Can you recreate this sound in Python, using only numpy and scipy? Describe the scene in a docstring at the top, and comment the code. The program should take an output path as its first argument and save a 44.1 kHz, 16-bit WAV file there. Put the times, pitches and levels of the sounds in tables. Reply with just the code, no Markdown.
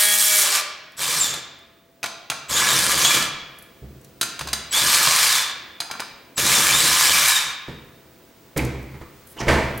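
"""A cordless drill is already spinning, buzzing cleanly, in a hard, echoing room; four more short pulls follow.
Its pulls on the bolts of a cast metal housing are gear chatter through resonances, plus grip rumble and mesh whine.
Between and during pulls the socket taps, some with a wall echo: noise cracks ringing the socket and casting.
At the end the drill is put down and the housing clunks as it is lifted: shaped noise for thud, clatter and scrape.
Air noise, faint tones and sparse decaying echoes make the room."""
import sys
import numpy as np
from scipy import signal
from scipy.fft import rfft, irfft
from scipy.io import wavfile
from scipy.ndimage import uniform_filter1d

SR = 44100
rng = np.random.default_rng(int(sys.argv[2]) if len(sys.argv) > 2 else 0)


def wav_out(sig):
    """Save sig, one row per channel (or a flat mono array), as 16-bit PCM at SR to the path in sys.argv[1]."""
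    wavfile.write(sys.argv[1], SR, np.round(np.clip(np.atleast_2d(sig).T, -1, 1) * 32767).astype(np.int16))


N = 432180


def amp(db):
    """Decibels to amplitude ratio."""
    return 10 ** (np.asarray(db) / 20)


def unit(x):
    """Scales to rms 1."""
    return x / np.sqrt(np.mean(x ** 2) + 1e-20)


def read(points, hz):
    """Interpolates a frequency table along log frequency."""
    f, value = np.transpose(points)
    return np.interp(np.log(hz + 1), np.log(f + 1), value)


def add(mix, start_s, sound):
    """Adds a sound into the mix at its start time, cut at the end."""
    part = mix[round(start_s * SR):][:len(sound)]
    part += sound[:len(part)]


def colour(x, points):
    """Filters by a spectrum table; its end values hold beyond its ends."""
    hz = np.fft.rfftfreq(len(x), 1 / SR)
    return irfft(rfft(x) * amp(read(points, hz)), len(x))


def resonate(x, hz, width_hz):
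    """Shifts hz down to zero, smooths, and shifts back: a resonance of gain 1."""
    turn = np.exp(2j * np.pi * np.cumsum(hz * np.ones(len(x))) / SR)
    r = np.exp(-np.pi * width_hz / SR)
    return 2 * (turn * signal.lfilter([1 - r], [1, -r], x / turn)).real


def wander(size, per_s):
    """Random line through Gaussian points drawn per_s times a second."""
    steps = rng.standard_normal(int(size * per_s / SR) + 2)
    return np.interp(np.arange(size) * per_s / SR, np.arange(len(steps)), steps)


def rattle(size, per_s, spread_db):
    """Noise whose level wanders about per_s times a second, as from loose parts knocking."""
    return unit(rng.standard_normal(size) * amp(spread_db * wander(size, per_s)))


def spread(rows):
    """Start time and the columns of a curve table at every sample."""
    s, *columns = np.transpose(rows)
    t = np.arange(s[0], s[-1], 1 / SR)
    return s[0], [np.interp(t, s, c) for c in columns]


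# room hush, spectrum: (frequency [Hz], relative density [dB])
AIR_SPECTRUM = [(18, -23), (30, -14.5), (64, -2.5), (295, 0), (384, 0), (461, -4), (512, 0), (684, -14.5),
                (801, -12), (3980, -20), (7270, -24), (14000, -28), (16000, -9.5)]
# room hush, loudness: (time [s], level [dB])
AIR_LEVEL = [(0, -52.5), (1.9, -54.5), (3.9, -47.5), (6.3, -48), (8.3, -47), (9.8, -43)]
# steady room tones: (frequency [Hz], relative level [dB])
ROOM_TONES = [(668, -58), (15735, -85)]
# stereo width, also shapes room() and nearby(): (frequency [Hz], relative side level [dB])
SIDE_SPECTRUM = [(60, -19), (110, -19.5), (200, -16), (380, -12.5), (700, -11), (1290, -11.5),
                 (2380, -14.5), (4400, -9.5), (8120, -12), (15000, -39)]


def air():
    """Coloured noise and a few faint sines: mid and side."""
    t = np.arange(N) / SR
    level = amp(np.interp(t, *np.transpose(AIR_LEVEL)))
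    mid, side = (unit(colour(rng.standard_normal(N), AIR_SPECTRUM)) * level for _ in range(2))
    for hz, db in ROOM_TONES:
        mid = mid + amp(db - 2) * np.sin(2 * np.pi * hz * t)
    return np.array([mid, amp(4) * colour(side, SIDE_SPECTRUM)])


# reverberation: (frequency [Hz], time to fall 60 dB [s])
ROOM_DECAY = [(150, 0.97), (400, 0.92), (1000, 1.), (2800, 0.98), (5000, 0.71), (8000, 0.4), (14000, 0.27)]


def room(x):
    """Sparse echoes of random sign, each band dying at its own speed: mid and side."""
    echoes = np.zeros((2, SR))
    # one echo in every 20 samples
    at = np.arange(400, SR - 20, 20) + rng.integers(0, 20, (2, (SR - 401) // 20))
    np.put_along_axis(echoes, at, rng.choice([-1., 1.], at.shape), 1)
    hz, t, z = signal.stft(echoes, SR, nperseg=256)
    decay = amp(-60 * t / read(ROOM_DECAY, hz)[:, None])
    tail = signal.istft(z * decay, SR, nperseg=256)[1]
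    tail = tail / np.linalg.norm(tail[0])
    mid, side = signal.fftconvolve(x[None], tail, axes=1)[:, :N]
    return np.array([mid, amp(1.5) * colour(side, SIDE_SPECTRUM)])


def nearby(x):
    """First echoes off table and wall reach the two sides differently: a side signal."""
    echoes = rng.standard_normal(700) * np.exp(-np.arange(700) / 250)
    return colour(signal.oaconvolve(x, echoes / np.linalg.norm(echoes))[:N], SIDE_SPECTRUM)


# brief high rustle, one row: (start [s], length [s], relative level [dB], squeak frequency [Hz])
RUSTLE = (9.265, .075, -52, 11800)


def rustle():
    """Broad high noise with one thin squeak in it."""
    s, length_s, db, hz = RUSTLE
    noise = rattle(round(length_s * SR), 147, 3.0)
    broad = unit(resonate(resonate(noise, 0.95 * hz, 4000.), 0.76 * hz, 4000.))
    squeak = unit(resonate(noise, hz, 80.))
    return s, amp(db) * (broad + 0.61 * squeak) * signal.windows.tukey(len(noise), .3)


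# small clicks of trigger, chuck and fingers, and the bright crack of the heavy thump:
# (time [s], relative level [dB], centre frequency [Hz])
CLICKS = [(0.9202, -38, 4840), (1.589, -45, 7100), (3.5867, -30, 11200), (3.624, -32, 10900),
          (4.0128, -42, 7860), (4.046, -30, 5130), (8.577, -7, 4300), (8.5717, -14, 7500),
          (8.6494, -21, 6480), (8.8288, -37, 6660), (9.7767, -19.5, 11400)]


def clicks():
    """Fast-dying broad noise around one pitch, differentiated."""
    out, t = np.zeros(N), np.arange(1500) / SR
    for s, db, hz in CLICKS:
        puff = unit(resonate(rng.standard_normal(len(t)), hz, 3400.0))
        envelope = amp(db - 12.0 - 60 * t / 0.036)
        add(out, s, envelope * signal.lfilter([1, -1], 1, puff))
    return out


# metal dragged or rattling on the table: (start [s], end [s], level [dB], frequency [Hz], width [Hz])
SCRAPES = [(8.577, 8.608, -29.5, 2130, 510), (8.951, 8.966, -53, 1860, 500), (9.013, 9.05, -56, 1980, 300),
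           (9.005, 9.094, -53, 1170, 120), (9.37, 9.418, -40.5, 2910, 352),
           (9.383, 9.422, -36.5, 5630, 1540), (9.41, 9.436, -33.5, 2080, 300),
           (9.384, 9.437, -35.5, 874, 200)]


def scrape(s, end_s, db, hz, width_hz):
    """Quick slips heard through two stacked resonances at one pitch."""
    size = round((end_s - s) * SR)
    slips = rattle(size, 307, 4.7)
    rung = resonate(resonate(slips, hz, width_hz), hz, 2 * width_hz)
    return s, amp(db) * unit(rung) * signal.windows.tukey(size, .4)


# table top modes: (frequency [Hz], width [Hz], level re direct sound [dB])
TABLE_MODES = [(66, 12, 0), (135, 22, -3)]


def boom(x):
    """Adds the ring of the table top; returns rms 1."""
    return unit(x + sum(amp(db) * unit(resonate(x, hz, width_hz)) for hz, width_hz, db in TABLE_MODES))


# heavy parts landing and scraping on the table:
# (start [s], rise [s], thud level [dB], clatter re thud [dB], time to fall 60 dB [s])
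CLUNKS = [(3.82, 0.0026, -36.5, -31, 0.61), (4.402, 0.012, -37, -30, 0.96), (7.68, 0.0032, -28, -10, 0.33),
          (8.561, 0.0043, -17.5, -10, 0.33), (8.566, 0.0066, -17.5, -13.5, 0.83),
          (8.939, 0.0047, -38, -6.5, .25), (9.009, 0.006, -30.5, -9.5, 0.12), (9.362, 0.01, -44, 4.5, 0.22),
          (9.402, 0.0055, -26, -0.5, 0.36), (9.466, 0.004, -17, -10.5, 0.46), (9.478, 0.0078, -18, 5, 0.56),
          (9.529, 0.013, -27, -12, 0.25)]
# table thud: (frequency [Hz], relative density [dB])
THUD_SPECTRUM = [(18, -51), (30, -40), (47, -29), (65, -4.5), (98, -11.5), (128, -5.5), (160, -12.5),
                 (205, -8.5), (371, -7), (800, -23.5), (1040, -88), (1760, -120)]
# casting clatter: (frequency [Hz], relative density [dB])
CLATTER_SPECTRUM = [(410, 3), (700, 4.5), (747, -3), (919, 4), (1160, -3.5), (2220, -0.5), (2660, -8.5),
                    (5860, -18.5), (7700, -20.5), (15500, -36)]


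def clunk(s, rise_s, db, clatter_db, t60_s):
    """The table booms and the casting clatters in uneven contacts."""
    t = np.arange(0, rise_s + t60_s, 1 / SR)
    thud = boom(unit(colour(rattle(len(t), 60, 0.52), THUD_SPECTRUM)))
    clatter = unit(colour(rattle(len(t), 250, 1.1), CLATTER_SPECTRUM))
    shape = np.minimum(t / rise_s, 1) * amp(db - 60 * np.maximum(t - rise_s, 0) / t60_s)
    return s, shape * (thud + amp(clatter_db) * clatter)


# socket taps and, for some, their wall echoes about 17 ms later:
# (time [s], near peak [dB], brightness tilt [dB], strongest ring [Hz])
TAPS = [(1.34, -16, 0.5, 3770), (2.031, -12, -2.5, 2570), (2.041, -11.5, -3, 1670), (2.06, -17.5, 0, 2310),
        (2.301, -8, -1, 3080), (2.318, -16.5, -8, 2060), (2.79, -8, 5, 7660), (2.842, -9, 5, 6700),
        (2.942, -10, -1, 4860), (3.049, -6.5, -2, 3480), (3.146, -5, 2, 8040), (3.225, -10.5, -0.5, 4840),
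        (4.213, -4.5, 2.5, 3920), (4.23, -8.5, 2, 1350), (4.393, -17, 0.5, 1050), (4.411, -15, -2.5, 960),
        (4.474, -20.5, -1, 1030), (4.487, -18.5, -2.5, 4800), (4.532, -6.5, 0.9, 4900),
        (5.073, -1, -3.5, 4200), (5.11, -15.5, 0, 4200), (5.804, -10.5, 1, 4030), (5.82, -20, -8, 5300),
        (5.901, -26, -20, 925), (5.913, -16, -2.5, 5000), (5.939, -24, -8, 1300), (5.953, -27, -9, 1190),
        (5.997, -17, -7, 1290), (6.003, -15, 0.5, 1000), (6.021, -21, -12, 1500), (6.38, -9, -1, 7500),
        (7.055, -10.5, 16, 7240), (7.181, -10, 18, 8900), (7.282, -8, 25, 7400)]
# broad modes of socket and casting: (frequency [Hz], relative level [dB])
RING_MODES = [(1400, -6), (2320, -8), (4000, 6), (4850, 6.5), (6300, 10.5), (7500, 8), (9100, 10)]
# narrower housing modes, longer ring: (frequency [Hz], width [Hz], relative level [dB])
CASTING_MODES = [(694, 60, 0), (1050, 80, -3), (1380, 70, -3), (1593, 80, -4), (2320, 45, 0),
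                 (4800, 90, -5)]


def taps():
    """Short cracks, each with its own pitch, ring the housing; the room gets a broader blow: near and far."""
    (near, far), t = np.zeros((2, N)), np.arange(9000) / SR
    for s, db, tilt_db, own_hz in TAPS:
        blow = rng.standard_normal(len(t)) * amp(-60 * t / 0.048) * np.minimum(t / 0.0012, 1)
        ring = blow + amp(-1.0) * sum(amp(d) * resonate(blow, hz, 350.0) for hz, d in RING_MODES)
        hum = amp(5.) * sum(amp(d) * resonate(blow, hz, width_hz) for hz, width_hz, d in CASTING_MODES)
        shade = [(40, -21.5), (120, 4.0), (400, -2.0), (900, -tilt_db), (3000, 2.0),
                 (12000, 2 * tilt_db - 6.0), (16000, -13.0)]
        sound = colour(ring + hum + amp(10.0) * resonate(blow, own_hz, 470.0), shade)
        peak = abs(sound).max()
        add(near, s - .0015, amp(db) * sound / peak)
        add(far, s - .0015, amp(db + 2) * colour(ring + hum, shade) / peak)
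    return near, far


# socket rattling on a loosened bolt: (start [s], end [s], level [dB])
LOOSE = [(2.947, 3.194, -27.5), (7.095, 7.443, -30)]
SOCKET_HZ = 2336


def loose(s, end_s, db):
    """Uneven knocks into the socket's main resonance."""
    size = round((end_s - s) * SR)
    rung = unit(resonate(rattle(size, 42.2, 12.0), SOCKET_HZ, 92.0))
    return s, amp(db) * rung * signal.windows.tukey(size, .2)


# speed controller as the trigger is squeezed: (start [s], level before decay [dB])
WHISTLES = [(.968, -35), (2.482, -33), (4.707, -23.5), (6.357, -29)]
WHISTLE_HZ = 7780


def whistle(s, db):
    """A short high sine with a soft onset and fast decay."""
    t = np.arange(1500) / SR
    return s, amp(db - 250. * t) * np.sin(2 * np.pi * WHISTLE_HZ * t) * signal.windows.tukey(len(t), .5)


# motor harmonics: (multiple of turning rate [1], relative level [dB])
BUZZ_HARMONICS = [(1, -15.5), (2, -7), (3, 1.5), (4, -7.5), (5, -35.5), (6, -5.5), (7, -3.5), (8, -2),
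                  (9, 0), (10, -1), (11, 1.5), (13, -13), (15, -11.5), (16, 4), (17, -9.5)]
BUZZ_DB = -25.5


def buzz():
    """Clean harmonics of the motor's turning in the first pull, each drifting a little in strength."""
    s, (mesh_hz,) = spread(SPEEDS[0])
    size, t = len(mesh_hz), np.arange(len(mesh_hz)) / SR
    hz = mesh_hz / TEETH
    turns = np.cumsum(hz) / SR
    blur_db = -.05 * abs(hz - hz[0])  # times multiple: upper harmonics fade most off the opening speed
    dip_db = -6 * np.exp(-((t - .235) / 0.069) ** 2)  # the buzz breaks as the speed jumps
    stack = 0
    for k, d in BUZZ_HARMONICS:
        level = amp(d + k * blur_db + 2.7 * wander(size, 13))
        stack = stack + level * np.cos(2 * np.pi * (k * turns + rng.random()))
    fade_db = COAST_DB_PER_S * np.maximum(t - .45, 0)
    return s, amp(BUZZ_DB + fade_db + dip_db) * stack / np.std(stack[:12000])


# pitches the gearbox favours: (frequency [Hz], gain [dB])
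WHINE_RESPONSE = [(3000, -20), (3300, -9), (3650, 0), (4000, -7), (4300, -16), (6000, -14), (6500, -4),
                  (7400, 0), (8000, -2), (8600, -12)]
# whine breaking into a squeal: (middle [s], length [s], multiple of mesh [1], relative level [dB])
SQUEALS = [(1.19, .04, 2, -25), (1.24, .09, 2, -22), (1.26, .07, 1, -26), (1.295, .04, 2, -28),
           (3.09, .09, 1, -30), (5.385, .11, 1, -29), (6.58, .05, 1, -30), (6.755, .08, 1, -26),
           (4.74, .035, 1, -27)]
SLOWING_DB = -9  # octave, while the motor loses speed


def whine(row, speed):
    """Tooth mesh and its octave as unsteady, fuzzy lines coloured by the gearbox."""
    start, let_go, rise_s = row[:3]
    s, (mesh_hz,) = spread(speed)
    size = len(mesh_hz)
    t = s + np.arange(size) / SR
    slowing = uniform_filter1d(1. * (np.gradient(mesh_hz) < 0), 400)
    mesh_hz = mesh_hz * (1 + 0.0019 * wander(size, 39))
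    pull_db = COAST_DB_PER_S * np.maximum(t - let_go, 0) - RISE_DB * np.exp((start - t) / rise_s)
    out = 0
    for k, db in zip((1, 2), row[-2:]):
        level = amp(db + (k - 1) * SLOWING_DB * slowing + read(WHINE_RESPONSE, k * mesh_hz) + pull_db)
        for middle, length_s, multiple, d in SQUEALS:
            if multiple == k:
                level = level + amp(d) * np.maximum(1 - (2 * (t - middle) / length_s) ** 2, 0)
        line = np.sin(2 * np.pi * k * np.cumsum(mesh_hz) / SR)
        fuzz = unit(resonate(rng.standard_normal(size), k * mesh_hz, 60.))
        out = out + level * (line + 0.7 * fuzz)
    return s, out * amp(3.44 * wander(size, 49.86) - 0.5) * signal.windows.tukey(size, .1)


CLUMP_DB = 1.6


def clumped(x):
    """Grinding swells and thins in patches a few hundred Hz wide and some 30 ms long."""
    z = signal.stft(x, nperseg=256)[2]
    smooth_hz = uniform_filter1d(rng.standard_normal(z.shape), 4, 0)
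    patches = unit(uniform_filter1d(smooth_hz, 9, 1))
    return signal.istft(z * amp(CLUMP_DB * patches), nperseg=256)[1][:len(x)]


# trigger pulls: (start [s], let go [s], rise [s], chatter [dB], brightness [dB], rumble re chatter [dB],
# rumble change [dB/s], whine [dB], octave whine [dB]); base levels, before load and pitch response
PULLS = [(-.2, 0.558, 0.018, -18.5, 8, -59, 28, -55, -57),
         (0.966, 1.266, 0.02, -22.5, 0.5, -20, 4, -31.5, -38),
         (2.486, 3.171, 0.012, -18.5, -3, -14.5, -5, -26, -26),
         (4.713, 5.37, 0.01, -17, 0, -17.5, -26, -25.5, -32),
         (6.365, 7.357, 0.0089, -16.5, 0, -13.5, -11.5, -26, -26)]
# one curve per pull, sagging where the bolt holds: (time [s], tooth mesh frequency [Hz])
SPEEDS = [
    [(0, 3520), (.2, 3530), (.25, 3620), (.31, 3550), (.41, 3460), (.5, 2750), (.62, 2500)],
    [(.968, 3100), (1.1, 4050), (1.185, 4250), (1.21, 3680), (1.235, 3650), (1.29, 3350), (1.4, 2800)],
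    [(2.484, 3000), (2.55, 3350), (2.58, 3750), (2.65, 4100), (2.69, 3750), (2.78, 3480), (2.85, 3250),
     (3.03, 3150), (3.08, 3450), (3.3, 3100)],
    [(4.708, 3100), (4.79, 3700), (4.84, 4100), (4.92, 4230), (5.2, 4250), (5.28, 4000), (5.33, 3700),
     (5.43, 3450), (5.52, 3000)],
    [(6.365, 3000), (6.455, 3700), (6.5, 4020), (6.6, 3300), (6.7, 3220), (6.75, 3650), (6.84, 4200),
     (7.2, 4255), (7.32, 3850), (7.56, 3100)],
]
# gear chatter: (frequency [Hz], relative density [dB])
CHATTER_SPECTRUM = [(100, -62), (290, -33), (500, -9.5), (1190, 0.5), (1420, 0), (2390, -0.5), (2730, -2.5),
                    (7640, 2), (12700, -5), (16000, -11)]
# grip rumble: (frequency [Hz], relative density [dB])
RUMBLE_SPECTRUM = [(18, -42.5), (30, -38), (54, -22.5), (86, -10), (140, -1), (175, 0), (226, -3),
                   (342, 5.5), (406, 1.5), (563, 8.5), (900, -16.5), (1170, -16.5), (1980, -120)]
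# housing and gearbox modes: (frequency [Hz], width [Hz], relative level [dB])
BODY_MODES = [(1037, 29, 0.5), (1188, 54, 0), (1705, 69, 3), (2334, 60, 1.5), (3058, 26, 2),
              (3480, 1400, -3), (4010, 30, -1), (4180, 33, -4.5), (4880, 81, -4), (5510, 100, -4.5),
              (6730, 37, -11.5), (7390, 45, -7.5), (8730, 150, -6.5), (10360, 70, -14), (13620, 50, 5)]
# chatter dip between pulls, only its faint edge reaches one: (middle [s], half length [s], change [dB])
DIP = (3.6, 0.15, -5)
TEETH = 17  # mesh cycles a motor turn
RISE_DB = 27  # how far under its level a pull starts
SAG_DB, STRAIN_DB = -4, 4  # chatter and rumble change, times the share of top speed lost
COAST_DB_PER_S, DULL_DB_PER_S, JOLT_DB_PER_S = -130, -52.5, 113  # chatter, brightness, rumble once let go
THICKEN = 0.13  # share of speed lost over which a pull gives up its own brightness


def burst(row, speed):
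    """Gear chatter, louder once a motor turn, rings the housing; the grip rumbles."""
    start, let_go, rise_s, level_db, bright_db, grip_db, grip_db_per_s = row[:7]
    s, (mesh_hz,) = spread(speed)
    size = len(mesh_hz)
    t = s + np.arange(size) / SR
    lost = 1 - mesh_hz / mesh_hz.max()
    coast_s = np.maximum(t - let_go, 0)

    db = level_db - RISE_DB * np.exp((start - t) / rise_s) + SAG_DB * lost + COAST_DB_PER_S * coast_s
    dip_s, dip_half_s, dip_db = DIP
    db = db + dip_db * np.exp(-((t - dip_s) / dip_half_s) ** 2)
    rumble_db = grip_db + grip_db_per_s * (t - s) + STRAIN_DB * lost + JOLT_DB_PER_S * coast_s
    tilt_db = bright_db * np.exp(-(lost / THICKEN) ** 2) + DULL_DB_PER_S * coast_s

    turns = np.cumsum(mesh_hz / TEETH) / SR
    per_turn = 1 + 0.15 * np.cos(2 * np.pi * turns)
    knocks = rattle(size, 900, 2.4) * amp(1.2 * wander(size, 30)) * per_turn
    rung = sum(amp(d + 2.5 * wander(size, 15)) * resonate(knocks, hz, width_hz)
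               for hz, width_hz, d in BODY_MODES)
    chatter = unit(clumped(colour(knocks + amp(0.5) * rung, CHATTER_SPECTRUM)))

    # positive tilt: thin and bright, as when spinning free
    treble = colour(chatter, [(5000, -30), (9000, -3), (14000, 0)])
    lows = colour(chatter, [(1500, 0), (2500, -3), (4000, -30)])
    chatter = chatter + (amp(tilt_db) - 1) * treble + (amp(-np.maximum(tilt_db, -7)) - 1) * lows

    rumble = boom(unit(colour(rattle(size, 60.64, 3.9), RUMBLE_SPECTRUM)))
    sound = amp(db) * (chatter + amp(rumble_db) * rumble)
    return s, sound * np.minimum(1, np.arange(size)[::-1] / 300)


def scene():
    """Places every source, then adds room, air and stereo: left and right."""
    drill, tones, parts = np.zeros((3, N))
    for row in CLUNKS:
        add(parts, *clunk(*row))
    for row in SCRAPES:
        add(parts, *scrape(*row))
    small = clicks()
    add(small, *rustle())
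    tapped, far = taps()
    for row in LOOSE:
        add(drill, *loose(*row))
    for row in WHISTLES:
        add(tones, *whistle(*row))
    add(tones, *buzz())
    for row, speed in zip(PULLS, SPEEDS):
        add(tones, *whine(row, speed))
        add(drill, *burst(row, speed))

    send = amp(-9.0) * drill + amp(-5.5) * tones + amp(-7.0) * (far + small) + amp(-8.5) * parts
    mid, side = room(send) + air()
    near = drill + tones + tapped + small + parts
    side = side + amp(-16.5) * nearby(near) - 0.12 * parts - 0.0071 * near  # all a little to the right
    return np.array([mid + near + side, mid + near - side])


# bass gain, held until the next row: (time [s], gain [dB])
BASS_STEPS = [(0, -7), (.47, -1), (3.82, -1.5), (7.02, -2), (7.28, -7.5), (7.68, -2.5), (8.683, -4),
              (9.36, -0.5)]
BASS_HZ, EDGE_HZ = 746, 15950  # top of the stepped band, top of the sound
CEILING = .75  # full scale = 1


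def record(dry):
    """The bass band changes level in steps, peaks are softly rounded; then the band limit."""
    s, db = np.transpose(BASS_STEPS)
    step = np.searchsorted(s, np.arange(N) / SR, "right") - 1
    gain = uniform_filter1d(amp(db)[step], 150)
    bass = signal.oaconvolve(dry, signal.firwin(801, BASS_HZ, fs=SR)[None], "same")
    rounded = CEILING * np.tanh((dry + (gain - 1) * bass) / CEILING)
    band_limit = signal.firwin(511, EDGE_HZ, window=("kaiser", 9), fs=SR)
    return signal.oaconvolve(rounded, band_limit[None], "same")


dry = scene()
out = record(dry)
wav_out(out)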